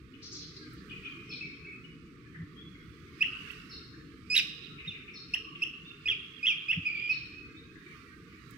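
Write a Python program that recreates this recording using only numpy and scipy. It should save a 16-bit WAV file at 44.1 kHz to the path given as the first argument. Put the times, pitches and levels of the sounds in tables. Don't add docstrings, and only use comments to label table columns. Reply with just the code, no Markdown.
import sys
import numpy as np
from scipy import signal
from scipy.fft import rfft, irfft, next_fast_len
from scipy.io import wavfile
from scipy.ndimage import uniform_filter1d

SR = 44100
rng = np.random.default_rng(int(sys.argv[2]) if len(sys.argv) > 2 else 0)


def bounce(signal):
    frames = np.transpose(np.atleast_2d(signal))
    limited = np.clip(frames, -1, 1)
    pcm = np.round(limited * 32767).astype(np.int16)
    wavfile.write(sys.argv[1], SR, pcm)


N = 378319

QUICK_FADE_S, SLOW_FADE_S = 0.0027, 0.0047
BREAK_S = 0.0032


def main_calls(level_db=-1, lowest_hz=1300):
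    calls = pips() + chirps() + held_note()
    return gain_of(level_db) * coloured(calls, lambda f: 1 - 1 / (1 + (f / lowest_hz) ** 10))


def pips(attack_s=0.0064, climb=0.114, bend=1.2):
    # start and length in seconds, starting pitch in Hz, then in dB the level, the swell,
    # the overtone strength and the level of the lower voice.
    calls = [(3.206, 0.023, 2437, -12.5, 15.5, -28.5, -37.5), (5.3361, 0.013, 2560, -20.5, 0.5, -18.5, -43),
             (5.619, .021, 2524, -22.5, 1.5, -22.5, -54)]
    out = np.zeros(N)
    for start, length, hz, db, swell_db, overtone_db, under_db in calls:
        add(out, start, rise(length, attack_s, hz, climb, bend, db, swell_db, overtone_db))
        add(out, start + length - BREAK_S, undertone(under_db))
    return out


def chirps(start_hz=2477, climb=0.129, swell_db=8, under_db=-19.5, hoarse_lead_s=0.014):
    # start, fade-in, rise, trill and fall times in seconds, bend of the rise (1 is straight),
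    # trill pitch in Hz, pulses per second, then in dB the rise, trill, fall, overtones and rasp,
    # and last the fraction by which the rasp's pitch shakes.
    calls = [(4.299, 0.0063, .059, .025, 0.027, 3.1, 3880, 78.7, -21, -16, -21, -11, -26.5, 0.1986),
             (4.848, .008, .017, .038, 0.036, 3.6, 3750, 25.4, -36.5, -33, -40.5, -32.5, -55, 0.096),
             (6.056, 0.0037, 0.023, .0276, .029, 8.7, 3335, 75.2, -20, -20.5, -23, -29.5, -46.5, .07),
             (6.428, 0.0036, .035, .023, .046, 3.6, 3320, 120, -20.5, -17.5, -20, -30, -39.5, 0.047),
             (6.683, 0.0063, 0.036, 0.0058, 0.015, 1.3, 3360, 150, -19, -36.5, -21.5, -30.5, -55, 0.053)]
    out = np.zeros(N)
    for (start, attack_s, rise_s, trill_s, fall_s, bend, top_hz, rate,
         rise_db, trill_db, fall_db, overtone_db, hoarse_db, shake) in calls:
        break_at = start + rise_s
        add(out, start, rise(rise_s, attack_s, start_hz, climb, bend, rise_db, swell_db, overtone_db))
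        add(out, break_at + BREAK_S, trill(trill_s, top_hz, rate, trill_db, overtone_db))
        add(out, break_at + BREAK_S + trill_s, fall(fall_s, fall_db, overtone_db))
        add(out, break_at - BREAK_S, undertone(rise_db + under_db))
        hoarse_s = hoarse_lead_s + trill_s + fall_s
        add(out, break_at - hoarse_lead_s, hoarseness(hoarse_s, hoarse_db, shake))
    return out


def held_note(start=6.851, length=0.285, base_hz=2348, db=-35.5, quaver_hz=54, quaver_depth=0.75):
    # time of the peak in seconds, half its width in seconds, added level in dB.
    accents = [(6.869, 0.0146, 11), (7.112, 0.0193, 13.5)]
    climb_hz_per_s, hz_per_db, waver_hz = 340, 12.5, 34.4
    t = start + length * span(length)
    effort_db = sum(boost * np.exp(-abs((t - peak) / width) ** 3) for peak, width, boost in accents)
    hz = base_hz + climb_hz_per_s * (t - start) + hz_per_db * effort_db + waver_hz * wander(len(t), 25)
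    voice = syrinx(hz, db + effort_db, overtone_db=-25 - 0.34 * effort_db)
    beat_hz = quaver_hz * (1 + 0.4 * wander(len(t), 30))
    beat = np.sin(2 * np.pi * np.cumsum(beat_hz) / SR)
    voice *= 1 + quaver_depth * gain_of(-effort_db) * beat
    out = np.zeros(N)
    add(out, start, faded(voice, 0.0091, SLOW_FADE_S))
    return out


def rise(length, attack_s, start_hz, climb, bend, db, swell_db, overtone_db, purer_db=6, flick_s=0.002):
    progress = span(length)
    effort = progress ** bend
    flick = 0.17 * np.exp((progress - 1) * length / flick_s)
    hz = start_hz * (1 + climb * effort + flick)
    voice = syrinx(hz, db - swell_db * (1 - effort), overtone_db + purer_db * (1 - effort))
    return faded(voice, attack_s, QUICK_FADE_S)


def trill(length, top_hz, rate, db, overtone_db, sag=0.086, gap_db=-24.5, brighter_db=3.5):
    progress = span(length)
    shut = np.cos(np.pi * rate * length * progress) ** 6
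    voice = syrinx(top_hz * (1 - sag * progress ** 2), db + gap_db * shut, overtone_db + brighter_db)
    return faded(voice, QUICK_FADE_S, QUICK_FADE_S)


def fall(length, db, overtone_db, from_hz=2930, to_hz=2347, bend=1.85, fade_db=-10.5, brighter_db=1):
    progress = span(length)
    hz = to_hz + (from_hz - to_hz) * (1 - progress) ** bend
    voice = syrinx(hz, db + fade_db * progress, overtone_db + brighter_db)
    return faded(voice, QUICK_FADE_S, SLOW_FADE_S)


def undertone(db):
    return note(length=0.026, hz=1996, db=db, glide=-0.05, rasp=0.08)


def hoarseness(length, db, shake, centre_hz=2830, shake_hz=900, overtone_db=-10):
    count = len(span(length))
    hz = centre_hz * np.exp(shake * wander(count, shake_hz))
    return syrinx(hz, db, overtone_db) * signal.windows.tukey(count, 0.5)


def syrinx(hz, db, overtone_db, jitter=0.0046, strain_rasp=0.0041, shake_hz=700):
    # frequency in Hz, gain in dB.
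    beak = [(4600, 5), (5300, 2.5), (6500, -7.5), (7500, -14.5), (8700, -25), (10000, -21), (11300, -8.5),
            (12300, -41.5), (13000, -60), (14200, -55.5), (15300, -40)]
    count = len(hz)
    strain = np.clip((hz - 2700) / 600, 0, 1)
    hz = hz * (1 + jitter * wander(count, shake_hz) + strain_rasp * strain * wander(count, 1200))
    voice = whistle(hz, db)
    fuzz = 0.2 + 0.5 * strain
    for multiple in range(2, 7):
        overtone_hz = multiple * hz
        follows = np.clip((13000 - overtone_hz) / 1000, 0, 1)
        overtone = whistle(overtone_hz, db + follows * overtone_db + read(beak, overtone_hz))
        overtone *= overtone_hz < SR / 2
        voice += overtone * (1 + fuzz * wander(count, shake_hz)) / np.sqrt(1 + fuzz ** 2)
    return voice


def main_layer(left_echo_db=-5, right_echo_db=-8, left_lag_s=0.000053, blur=0.53):
    # frequency in Hz, gain in dB.
    left_shade = [(2400, -4), (3700, -3.5), (5200, -12.5), (7500, -21), (11000, -28), (15000, -27.5)]
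    calls = main_calls()
    delayed = coloured(calls, lambda f: np.exp(-2j * np.pi * f * left_lag_s))
    blurred = calls * (1 + blur * wander(N, 365)) / np.sqrt(1 + blur ** 2)
    echo = wood_echo(blurred, early=1.75, early_s=0.22, onset_s=0.0027)
    left, right = np.array([delayed, calls]) + gain_of([[left_echo_db], [right_echo_db]]) * echo
    return np.array([coloured(left, lambda f: gain_of(read(left_shade, f))), right])


def answers(pip_hz=2550, pip_s=0.013, gap_s=0.0034, arch_s=0.041):
    # start in seconds, top pitch of the arch in Hz, pip level in dB, arch level in dB.
    calls = [(0.887, 2522, -65.5, -45.5), (1.031, 2504, -49.5, -42.5), (1.301, 2488, -46, -44.5),
             (1.408, 2330, -38, -45.5), (1.645, 2293, -46, -48), (1.698, 2582, -70, -49.5)]
    out = np.zeros(N)
    for start, hz, pip_db, arch_db in calls:
        add(out, start, note(pip_s, pip_hz, pip_db, glide=0.044, rasp=0.003))
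        add(out, start + pip_s + gap_s, note(arch_s, hz, arch_db, arch=0.112, rasp=0.0021))
    return out


def tsews():
    # start in seconds, relative level in dB.
    calls = [(1.288, -44.5), (3.69, -46), (5.134, -46.5), (7.087, -44.5)]
    # delay into the call in seconds, length in seconds, pitch in Hz, added level in dB.
    steps = [(0, .038, 5290, -4.5), (.018, .028, 4315, -1), (0.033, .026, 3830, -7)]
    rows = [(start + delay, length, hz, db + step_db)
            for start, db in calls for delay, length, hz, step_db in steps]
    return notes(rows, glide=-0.025, arch=0.01, rasp=0.031, rasp_hz=500)


def far_birds():
    # start in seconds, length in seconds, pitch in Hz, relative level in dB.
    scolds = [(.213, 0.082, 4870, -49.5), (.305, 0.082, 5190, -46.5), (.37, .1, 4510, -52)]
    rasps = [(.13, 0.037, 2640, -53), (.56, 0.02, 4350, -48), (.885, 0.062, 2920, -51),
             (1.04, 0.042, 2956, -48), (1.31, .035, 3200, -50.5), (2.34, 0.029, 1928, -49),
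             (2.75, 0.0078, 2050, -50), (3.93, .025, 1740, -56), (4.775, 0.05, 2480, -45.5),
             (4.93, .05, 2520, -47), (5.075, 0.029, 2500, -45.5), (5.55, 0.012, 2785, -41),
             (6.92, .19, 3040, -53.5), (7.75, 0.015, 1830, -52), (7.86, 0.012, 2310, -47),
             (8.26, 0.11, 2480, -59)]
    whistles = [(1.835, 0.025, 2886, -54.5), (2.555, .085, 3337, -56), (4.085, .025, 3130, -63.5),
                (5.465, 0.028, 1154, -51), (5.84, .064, 3605, -56.5), (7.555, 0.055, 3706, -59)]
    return (notes(scolds, glide=-0.027, arch=0.04, rasp=0.15, rasp_hz=860)
            + notes(rasps, glide=-0.0519, arch=0.027, rasp=0.092, rasp_hz=747)
            + notes(whistles, glide=0.04, arch=0.012, rasp=0.018, rasp_hz=704))


def chatter(level_db=-63, spread_db=3, count=40):
    out = np.zeros(N)
    for when, length, pitch, slide, loud in rng.random((count, 5)):
        db = level_db + spread_db * (2 * loud - 1)
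        call = note(0.017 + 0.056 * length, 1250 * 2 ** pitch, db, glide=0.09 * (slide - 0.5), rasp=0.016)
        add(out, when * N / SR, call)
    return out


def far_layer(left_db=1):
    answer, tsew, far = answers(), tsews(), far_birds() + chatter()
    direct = answer + gain_of(-6) * tsew + gain_of(-9) * far
    echo = gain_of(1) * wood_echo(answer, early=0.97, early_s=0.33, onset_s=0.0072)
    echo += gain_of(2) * wood_echo(tsew, early=0.94, early_s=0.62, onset_s=0.0013)
    echo += gain_of(3) * wood_echo(far, early=1.94, early_s=0.14, onset_s=0.001)
    return (direct + echo) * gain_of([[left_db], [0]])


def wood_echo(x, early, early_s, onset_s):
    # frequency in Hz, seconds it takes to fade by 60 dB.
    fade_times = [(1500, 0.77), (2700, 1.46), (4000, 1.19), (6000, 0.87), (11000, 0.59)]
    count = SR // 12
    arrivals = np.arange(count) * 12 + rng.integers(0, 12, (2, count))
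    reflections = np.zeros((2, SR))
    np.put_along_axis(reflections, arrivals, rng.standard_normal(arrivals.shape) ** 3, 1)
    hz, t, bands = signal.stft(reflections, SR, nperseg=256)
    slow = np.exp(-np.log(1000) * t / read(fade_times, hz)[:, None])
    quick = early * np.exp(-np.log(1000) * t / early_s)
    build_up = 1 - np.exp(-t / onset_s)
    tail = signal.istft(bands * (slow + quick) * build_up, SR, nperseg=256)[1]
    tail /= np.linalg.norm(tail, axis=1, keepdims=True)
    return signal.fftconvolve(x[None], tail, axes=1)[:, :N]


def ticks():
    # start in seconds, level in dB, decay in seconds, lowest frequency in Hz, left gain in dB.
    snaps = [(0.732, -53.5, 0.01, 4000, -26), (3.514, -48.5, 0.0054, 3930, -20),
             (5.352, -32, 0.00022, 520, -3.5), (8.508, -47, 0.0051, 5900, -16.5)]
    out, t = np.zeros((2, N)), np.arange(SR // 10) / SR
    for start, db, decay, low_hz, left_db in snaps:
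        burst = rng.standard_normal(len(t)) * np.exp(-t / decay)
        snap = signal.sosfilt(signal.butter(2, low_hz, "high", fs=SR, output="sos"), burst)
        add(out, start, gain_of([[db + left_db], [db]]) * snap)
    return out


def bumps():
    # time of the main tone's peak in seconds, level in dB, its length in seconds.
    hits = [(2.416, -39, .06), (4.886, -42, .04), (6.781, -33, .034)]
    # pitch in Hz, added level in dB, how many times as long it lasts.
    tones = [(165, 1.5, 1), (99.4, -7, 1.6), (278, -12.5, 1.4)]
    out = np.zeros(N)
    for peak, db, length in hits:
        for hz, tone_db, stretch in tones:
            swell = np.hanning(round(length * stretch * SR))
            add(out, peak - length / 2, swell * whistle(np.full(len(swell), hz), db + tone_db))
    return out


def rumble(level_db=-48, side_db=-13, swell_db=1.0, top_hz=523.5):
    # frequency in Hz, relative level in dB.
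    spectrum = [(15, -49.5), (25, -15.5), (70, -1), (97, -4), (123, 0.5), (172, 1.5), (211, -4.5),
                (311, -0.5), (379, -7.5), (458, -8.5), (500, -21), (650, -28), (1100, -120)]
    noise = rng.standard_normal((2, N))
    middle, side = coloured(noise, lambda f: gain_of(read(spectrum, f)) / (1 + (f / top_hz) ** 30))
    both = evened(middle) + gain_of(side_db) * evened(side) * np.array([[1], [-1]])
    return both * gain_of(level_db + swell_db * wander(N, 1.3))


def leaves(level_db=-53.63, shared=0.61, patch_db=1.3, lowest_hz=1125.4):
    # frequency in Hz, relative level in dB.
    spectrum = [(1100, 7.5), (1600, 3), (2300, 6), (3000, -1.5), (4700, -5.5), (6500, -13.5), (7600, -18.5),
                (8150, -14.5), (8700, -20.5), (11000, -22), (15500, -25.5)]
    left_shade = [(1100, 3), (2200, -31), (3500, -23.5), (5500, -32.5), (9000, -33.5), (14000, -17)]
    # time in seconds, how strongly the leaves stir.
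    stir = [(0, 0), (.5, 3.5), (1.05, 8), (1.5, 2.5), (2.2, 0.5), (3.1, 5.5), (3.5, 13), (3.9, 3), (4.6, 5),
            (5.3, 2), (6.3, 5.5), (7.7, 2.5), (7.95, 8), (8.2, 4), (8.55, 7)]
    hz, t, noise = signal.stft(rng.standard_normal((3, N)), SR, nperseg=1024)
    patches = uniform_filter1d(rng.standard_normal(noise.shape[1:]), size=3, axis=0)
    patches = evened(uniform_filter1d(patches, size=12, axis=1))
    stir_db = np.interp(t, *np.transpose(stir)) * read([(1500, 0.72), (6000, 0.64)], hz)[:, None]
    band_db = read(spectrum, hz)[:, None] + patch_db * patches + stir_db
    bass_cut = 1 + (lowest_hz / (hz[:, None] + 1)) ** 30
    bands = (noise[:2] + shared * noise[2]) * gain_of(band_db) / bass_cut
    bands[0] *= gain_of(read(left_shade, hz))[:, None]
    hiss = signal.istft(bands, SR, nperseg=1024)[1][:, :N]
    return evened(hiss) * gain_of(level_db)


def notes(rows, glide, arch, rasp, rasp_hz):
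    out = np.zeros(N)
    for start, length, hz, db in rows:
        add(out, start, note(length, hz, db, glide, arch, rasp, rasp_hz))
    return out


def note(length, hz, db, glide=0, arch=0, rasp=0, rasp_hz=600):
    position = 2 * span(length) - 1
    pitch = hz * (1 + glide * position - arch * position ** 2)
    pitch *= 1 + rasp * wander(len(pitch), rasp_hz)
    return whistle(pitch, db) * signal.windows.tukey(len(pitch), 0.5)


def whistle(hz, db):
    return np.sqrt(2) * gain_of(db) * np.sin(2 * np.pi * np.cumsum(hz) / SR)


def faded(x, attack_s, release_s):
    t = np.arange(len(x)) / SR
    fade_in = np.sin(np.pi / 2 * np.minimum(t / attack_s, 1))
    fade_out = np.sin(np.pi / 2 * np.minimum(t[::-1] / release_s, 1))
    return x * fade_in * fade_out


def wander(count, hz):
    return evened(coloured(rng.standard_normal(count), lambda f: np.exp(-(f / hz) ** 2)))


def coloured(x, gain):
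    size = next_fast_len(x.shape[-1] + 2048)
    return irfft(rfft(x, size) * gain(np.fft.rfftfreq(size, 1 / SR)), size)[..., :x.shape[-1]]


def read(points, hz):
    f, value = np.transpose(points)
    return np.interp(np.log(hz + 1), np.log(f + 1), value)


def span(length):
    return np.linspace(0, 1, max(round(length * SR), 64))


def add(mix, start, sound):
    part = mix[..., max(round(start * SR), 0):][..., :sound.shape[-1]]
    part += sound[..., :part.shape[-1]]


def gain_of(db):
    return 10 ** (np.asarray(db) / 20)


def evened(x):
    return x / np.sqrt(np.mean(x ** 2) + 1e-20)


def suppress(x, depth_db=7, threshold_db=3):
    bands = signal.stft(x, SR, nperseg=2048, noverlap=1536)[2]
    power = uniform_filter1d(abs(bands) ** 2, size=7, axis=-1)
    threshold = np.median(power, axis=-1, keepdims=True) * gain_of(threshold_db) ** 2 + 1e-24
    bands *= gain_of(-depth_db / (1 + (power / threshold) ** 2))
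    return signal.istft(bands, SR, nperseg=2048, noverlap=1536)[1][:, :N]


def scene():
    return main_layer() + far_layer() + ticks() + bumps() + rumble() + leaves()


def record(dry, top_hz=15900):
    treble_cut = signal.firwin(511, top_hz, window=("kaiser", 9), fs=SR)
    return signal.oaconvolve(suppress(dry), treble_cut[None], "same")


dry = scene()
out = record(dry)
bounce(out)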